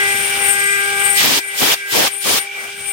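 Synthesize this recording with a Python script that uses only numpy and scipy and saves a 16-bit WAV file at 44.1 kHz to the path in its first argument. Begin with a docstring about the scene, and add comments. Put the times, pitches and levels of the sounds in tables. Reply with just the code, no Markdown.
"""An engraving spindle turns about 400 times a second and cuts wet stone: a hum of sine lines on the shaft orders,
a housing that rings as a narrow noise band, and a squealing cutter with side lines one turning rate apart.
Four blasts from an air gun hiss as bursts of noise and buffet the microphone ports.
Water spray, grinding stone and machine rumble lie behind as coloured stereo noise.
The recorder's gain control ducks loud moments at once and recovers very slowly."""
import sys
import numpy as np
from scipy import signal
from scipy.fft import rfft, irfft, next_fast_len
from scipy.io import wavfile

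SR = 44100
rng = np.random.default_rng(int(sys.argv[2]) if len(sys.argv) > 2 else 0)


def pcm_store(signal):
    """Save signal as 16-bit PCM."""
    levels = np.round(np.clip(np.atleast_2d(signal), -1, 1) * 32767)
    wavfile.write(sys.argv[1], SR, levels.astype(np.int16).T)


def gain_from_db(level_db):
    """Turn a decibel level (scalar or array-like) into a linear amplitude factor."""
    decades = np.asarray(level_db, float) / 20
    return 10 ** decades


N = 128772
TURNS_HZ = 399.65
SIDE = np.array([[1], [-1]])  # left, right


def rms_one(x):
    """Scale to unit rms."""
    return x / np.sqrt(np.mean(x ** 2) + 1e-20)


def right_only(db):
    """Level offset of the right channel alone."""
    return np.array([[0], [db]])


def drift(rate_hz):
    """Slow chance: coarse noise through a double one-pole low-pass; spread 1."""
    r = np.exp(-80 * np.pi * rate_hz / SR)  # one value every 40 samples
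    noise = rng.standard_normal(N // 40 + 2002)
    slow = signal.lfilter([1], [1, -2 * r, r * r], noise)[2000:]
    return np.interp(np.arange(N) / 40, np.arange(len(slow)), rms_one(slow))


def narrow(width_hz):
    """Complex noise around zero hertz: the envelope of a noise-driven resonance."""
    r = np.exp(-np.pi * width_hz / SR)
    noise = rng.standard_normal(N + 2000) + 1j * rng.standard_normal(N + 2000)
    z = signal.lfilter([1], [1, -2 * r, r * r], noise)[2000:]
    return z / np.sqrt(np.mean(abs(z) ** 2) / 2)


def stereo_pair(a, b, alike):
    """Left and right of a given likeness, mixed from two unrelated noises."""
    return np.sqrt(1 + alike) * a + SIDE * np.sqrt(1 - alike) * b


def split(x, hz):
    """Low and high part that add up flat."""
    return [signal.sosfilt(np.vstack([signal.butter(2, hz, kind, fs=SR, output="sos")] * 2), x)
            for kind in ("low", "high")]


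def coloured(table, shared_db, own_db, rate):
    """Stereo noise with colour, balance, likeness and lead; half-octave bands flicker together and alone."""
    size = next_fast_len(N)
    hz = np.arange(size // 2 + 1) * SR / size + 1
    at_hz, *cols = np.transpose(table)
    db, left_minus_right_db, alike, lead = [np.interp(np.log(hz), np.log(at_hz), c) for c in cols]
    a, b = rfft(rng.standard_normal((2, size)))
    pair = stereo_pair(a, b, np.clip(alike, -1, 1))
    spectrum = gain_from_db(db + SIDE * left_minus_right_db / 2) * np.exp(.5j * SIDE * lead) * pair
    out, together = 0, drift(rate / 2)
    for centre in np.arange(8, 30):  # in half octaves above 1 Hz
        share = np.clip(1 - abs(2 * np.log2(hz) - centre), 0, 1) ** .5
        flicker = gain_from_db(shared_db * together + own_db * drift(rate))
        out = out + irfft(spectrum * share, size)[:, :N] * flicker
    return rms_one(out)


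def shaft(t, load_db, second_db, fifth_db):
    """Steady lines on multiples of the turning rate, each wandering and following the cutting load."""
    # Shaft orders: (multiple of the turning rate, left rms before load [dB], right rms before load [dB],
    #  left leads [rad], share of the cutting load [dB per dB])
    order_lines = [(1, -33, -32, .55, .1), (2, -34, -36, -.6, .1), (3, -30, -40, -2.2, 1.2),
                   (4, -19, -26, -2.1, .9), (5, -19, -22, -2.6, .1), (6, -38, -38, .1, .2),
                   (21, -33, -58, 0, 1.1), (22, -33, -57, 1.1, .6)]
    moved = t > 1.3  # s; the head has moved across
    out = np.zeros((2, N))
    for order, left_db, right_db, lead, load_share in order_lines:
        order = round(order)
        phase = 2 * np.pi * order * TURNS_HZ * t + rng.uniform(0, 2 * np.pi) + 0.23 * drift(13.0)
        level_db = np.array([[left_db], [right_db]]) + load_share * load_db + 0.97 * drift(3.25)
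        if order == 2:
            level_db = level_db + second_db
        if order == 3:
            level_db = level_db - 13 * moved
        if order == 4:
            level_db = level_db + moved * right_only(8.5)
            lead = lead + 0.37 * moved
        if order == 5:
            level_db = level_db + fifth_db
        out += np.sqrt(2) * gain_from_db(level_db) * np.sin(phase + lead * np.array([[1], [0]]))
    return out


def housing(t, ring_db):
    """Grinding noise rings one broad, wavering mode of the spindle housing."""
    mode_hz, width_hz, wander_hz = 2327, 105, 30.4
    alike, left_leads_rad = 0.93, 0.37
    pair = stereo_pair(narrow(width_hz), narrow(width_hz), alike) / np.sqrt(2)
    pair = pair * np.exp(.5j * SIDE * left_leads_rad)
    phase = 2 * np.pi * (mode_hz * t + wander_hz * np.cumsum(drift(10.6)) / SR)
    return gain_from_db(ring_db) * (pair * np.exp(1j * phase)).real


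def squeal(t, squeal_db, tilt_db):
    """A wandering mode of the cutter, driven by friction, with side lines at turning-rate steps on a broad skirt."""
    mode_hz, width_hz, far_width_hz, wander_hz = 8714, 45, 99, 25.07
    own = 0.54  # power share of each line's own waver
    right = gain_from_db(right_only(-29.5))
    far = gain_from_db(-25.5 + right_only(-12.5))
    phase = 2 * np.pi * (mode_hz * t + wander_hz * np.cumsum(drift(7.1)) / SR)
    shared = narrow(width_hz)
    steps = np.arange(-4, 18)
    near = gain_from_db(-2.8 * steps[:, None] ** 2 + steps[:, None] * tilt_db)
    near = near / np.sqrt(np.sum(near ** 2, axis=0))
    tone = 0
    for k, share in zip(steps, near):
        own_waver = narrow(width_hz if k < 3 else far_width_hz)
        waver = np.sqrt(1 - own) * shared + np.sqrt(own) * own_waver
        line_phase = phase + 2 * np.pi * (k * TURNS_HZ * t + rng.random())
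        line = (waver * np.exp(1j * line_phase)).real * gain_from_db(0.77 * drift(8.5))
        tone = tone + line * (share * right + (k > 2) * far)
    skirt = gain_from_db(-7) * (narrow(960) * np.exp(2j * np.pi * 8910 * t)).real
    return gain_from_db(squeal_db + 3.6 * drift(4.3)) * (tone + skirt * right)


def air_gun(t):
    """Each blast rises, swells and stops short with a brief tail; the gust reaches the ports later and sags."""
    # Air blasts: (start [s], end [s], hiss [dB], extra bite over the hiss [dB], buffet [dB],
    #  buffet arrives after start [s], buffet peaks after start [s], howl from [Hz], howl to [Hz])
    blasts = [(1.128, 1.389, -3.5, -4.5, -7.5, 0.0847, 0.14, 220, 330),
              (1.528, 1.742, -2.5, -7.5, -6, 0.089, 0.068, 240, 598),
              (1.86, 2.079, -3, -5, -6.5, 0.072, 0.12, 380, 783),
              (2.185, 2.386, -4.5, -5, -9, 0.074, 0.093, 340, 477)]
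    # Hiss of the jet, unrelated at the two ports: (frequency [Hz], relative density [dB], left minus right [dB])
    hiss_bands = [(273, -18.5, 8), (1020, -5, 2.5), (2300, -1.5, 0.5), (3200, 0.5, -2), (4070, -5.5, 0),
                  (5950, -10, -9.5), (7400, -12, 17), (9700, -15, 18), (11700, -9, 4.5), (16300, -9.5, 8.5)]
    # Air buffeting the ports: (frequency [Hz], relative density [dB], likeness of the ports [-1 to 1])
    buffet_bands = [(25, -29, .2), (60, -32, 0), (116, -5, 0.00044), (220, -3.5, -0.044), (514, 2.5, 0.13),
                    (1130, -4.5, 0.22), (2000, -36, 0)]
    rise_db_per_s, fall_db_per_s = 437, 1494
    swell_s, swell_db_per_s, bite_swell_db_per_s = 0.053, 70, 70
    hiss, roar, bite, buffet = np.zeros((4, N))
    for start, end, hiss_db, bite_db, buffet_db, arrive, lag, *_ in blasts:
        full = start + 25 / rise_db_per_s  # end of the fast rise
        peak = start + lag
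        still_to_swell = np.clip(full + swell_s - t, 0, swell_s)
        after = np.maximum(t - end, 0)
        fall = gain_from_db(-fall_db_per_s * after)
        tail = gain_from_db(-15.5 - 224 * after)
        rise_db = -rise_db_per_s * np.maximum(full - t, 0) - swell_db_per_s * still_to_swell
        shape = gain_from_db(hiss_db + rise_db) * (fall + tail)
        come = gain_from_db(-1000 * np.maximum(start + arrive - t, 0))
        hiss += shape
        bite += shape * gain_from_db(bite_db - bite_swell_db_per_s * still_to_swell)
        roar += shape * np.sqrt(come)  # the jet's lower part arrives with the gust
        sag_db = -159 * np.maximum(peak - t, 0) - 70 * np.maximum(t - peak, 0)
        buffet += come * fall * gain_from_db(buffet_db + sag_db)

    jet = coloured([(*row, 0, 0) for row in hiss_bands], shared_db=-0.18, own_db=2.0, rate=27.0)
    low, high = split(jet, 2300)
    gust = coloured([(hz, db, 1, alike, 0) for hz, db, alike in buffet_bands],
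                    shared_db=1.5, own_db=5.0, rate=20.4)

    # Each gust howls in a low band that climbs during the blast.
    howl_times = np.ravel([(b[0] + b[5], b[1]) for b in blasts])
    howl_hz = np.interp(t, howl_times, np.ravel([b[7:] for b in blasts]))
    howl_noise = np.array([narrow(119), narrow(119)])
    howl = gain_from_db(-6) * (howl_noise * np.exp(2j * np.pi * np.cumsum(howl_hz) / SR)).real

    bite_band = signal.butter(2, [2960, 6400], "band", fs=SR, output="sos")
    sharp = rms_one(signal.sosfilt(bite_band, rng.standard_normal((2, N))))
    return roar * low + hiss * high + bite * gain_from_db(0.87 * drift(20.0)) * sharp + buffet * (gust + howl)


def spray(t, spray_db):
    """Water spray as flickering broadband noise; its treble thins after the last blast."""
    # Spray: (frequency [Hz], relative density [dB], left minus right [dB], likeness [-1 to 1], left leads [rad])
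    spray_bands = [(300, -16.5, 2, 1, 0.8), (1065, -28.5, -26, 0.24, -1.5), (1454, 2.5, 18, 0.73, 5),
                   (1746, 2, 7, 0.97, 3), (2840, 8, -3.5, 0.4, 12.5), (4400, -5.5, -4, 0.22, 10.5),
                   (5920, -2, 2.5, 0.12, 15.5), (6730, -12.5, 12, 0.11, 19), (9560, -1, 9, 0.086, 14),
                   (9130, -37, -6, 0.12, -1), (12400, -6.5, 8, .1, 9), (16500, -24, 11, .1, 13)]
    low, high = split(coloured(spray_bands, shared_db=0.2, own_db=1.64, rate=19.0), 9800)
    return gain_from_db(spray_db) * (low + high * gain_from_db(-5 * (t > 2.46)))


def grinding(grind_db):
    """Stone grinding away in the low mids, as flickering noise."""
    # Grind: (frequency [Hz], relative density [dB], left minus right [dB], likeness [-1 to 1], left leads [rad])
    grind_bands = [(120, -14.5, 2, 0.51, 0.5), (286, -8, -6.5, 0.51, 1.2), (670, -0.5, 6, 1, -1.46),
                   (1170, 0.5, 2, 0.41, 6), (2240, -14.5, 11.5, 0.15, 0.5)]
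    return gain_from_db(grind_db) * coloured(grind_bands, shared_db=2.0, own_db=1.0, rate=15.3)


def rumble(rumble_db):
    """Rumble of the machine bed: low noise, nearly the same at both ports in the deepest bass."""
    # Rumble: (frequency [Hz], relative density [dB], left minus right [dB], likeness [-1 to 1], left leads [rad])
    rumble_bands = [(22, -13, 0, 0.99, 0), (60, -3, .3, 0.99, 0), (188, -2, .3, 1, 0),
                    (360, -15.5, 0, 0.31, 0)]
    return gain_from_db(rumble_db) * coloured(rumble_bands, shared_db=2.5, own_db=2.5, rate=22.0)


def scene():
    """Spindle, air gun, spray, grinding and rumble, following the course of the cut."""
    # Course of the cut: (time [s], cutting load [dB], housing ring [dB], cutter squeal [dB],
    #  squeal tilt [dB per side line], spray [dB], grind [dB], rumble [dB],
    #  second order wavers [dB], fifth order wavers [dB])
    cut_course = [(0, -1, -27, -29, -4, -21.5, -29, -42.5, 2.5, 3.5),
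                  (.15, -6, -26, -21.5, -0.5, -22, -30.5, -29.5, 1.5, -2),
                  (.28, -18.5, -26.5, -17.5, 1.5, -21.5, -29.5, -38, 0.5, -10),
                  (.45, -7.5, -27, -20, 0.5, -22, -32, -35.5, 6.5, -3.5),
                  (.56, 2, -23.5, -21, -1.5, -20, -28.5, -31.5, 5.5, 0),
                  (.73, 2.5, -23.5, -18, -3.5, -20.5, -34.5, -35, -11, 4),
                  (.92, 1, -24.5, -22, -0.5, -21, -33, -40, 6.5, -11.5),
                  (1.06, 1.5, -25.5, -14.5, -2.5, -21, -28, -33, 5, 1.5),
                  (1.13, -3, -24, -15, 0, -22, -34, -33, 7.5, -0.5),
                  (1.19, -3.5, -19.5, -19.5, 0, -25, -30, -36, 5.5, 9),
                  (1.42, -7.5, -22, -20.5, 0, -23, -35, -57, -8, 2.5),
                  (1.55, -9, -22.5, -23, 0.5, -20.5, -28, -40, 4.5, 3),
                  (1.77, -9, -25, -15, 4, -17, -32, -58, -2, 1),
                  (1.83, -1, -20, -20.5, 0, -21, -31.5, -58, -20, 0),
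                  (1.9, -1, -24.5, -30, 20, -20, -24, -55, -10, 3),
                  (2.11, -13, -21, -14.5, 4, -18.5, -33, -51, 2, 1),
                  (2.15, -13, -23.5, -15, -1, -22, -28, -47, 4, -5),
                  (2.19, -15, -23, -12.5, 8, -24.5, -33, -48, 0, -5),
                  (2.42, -10, -23, -15.5, 3, -18.5, -27.5, -54, 8, 4),
                  (2.5, -25, -18, -43, 0, -23.5, -35, -53, 3.5, -24),
                  (2.59, -12, -19.5, -24, -3, -21.5, -27, -39, 0, 5),
                  (2.691, -14, -23.5, -27, 3, -21, -25, -36, -1, -9),
                  (2.74, -20, -27.5, -30, 0, -21.5, -35.5, -33, -5, -31),
                  (2.92, -14, -24, -11.5, 2.5, -22, -32, -39, 6.5, -13.5)]
    t = np.arange(N) / SR
    at_s, *cols = np.transpose(cut_course)
    (load_db, ring_db, squeal_db, tilt_db, spray_db, grind_db, rumble_db,
     second_db, fifth_db) = [np.interp(t, at_s, c) for c in cols]
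    spindle = shaft(t, load_db, second_db, fifth_db) + housing(t, ring_db) + squeal(t, squeal_db, tilt_db)
    background = spray(t, spray_db) + grinding(grind_db) + rumble(rumble_db)
    return spindle + air_gun(t) + background


def top_cut(x):
    """Nothing passes above the cut-off."""
    return signal.sosfilt(signal.butter(12, 15910, fs=SR, output="sos"), x)


def record(dry):
    """Gain control with quick attack and very slow recovery, rounded peaks, both ends of the spectrum cut."""
    threshold_db, window_s, attack_s, recover_db_per_s = -10.5, 0.0026, 0.0008, 3.8
    t = np.arange(N) / SR
    r = np.exp(-1 / (window_s * SR))
    power = signal.lfilter([1 - r], [1, -r], np.mean(dry ** 2, axis=0))
    over_db = np.maximum(10 * np.log10(power + 1e-12) - threshold_db, 0)
    # Hold the largest excess, let down by the slow recovery.
    held_db = np.maximum.accumulate(over_db + recover_db_per_s * t) - recover_db_per_s * t
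    r = np.exp(-1 / (attack_s * SR))
    duck_db = signal.lfilter([1 - r], [1, -r], held_db)
    mix = 1.357 * np.tanh(dry * gain_from_db(-duck_db) / 1.223)
    mix = signal.sosfilt(signal.ellip(12, .3, 70, 16000, fs=SR, output="sos"), mix)
    mix = signal.sosfilt(signal.butter(2, 45, "high", fs=SR, output="sos"), mix)
    return top_cut(mix)


dry = scene()
out = record(dry)
pcm_store(out)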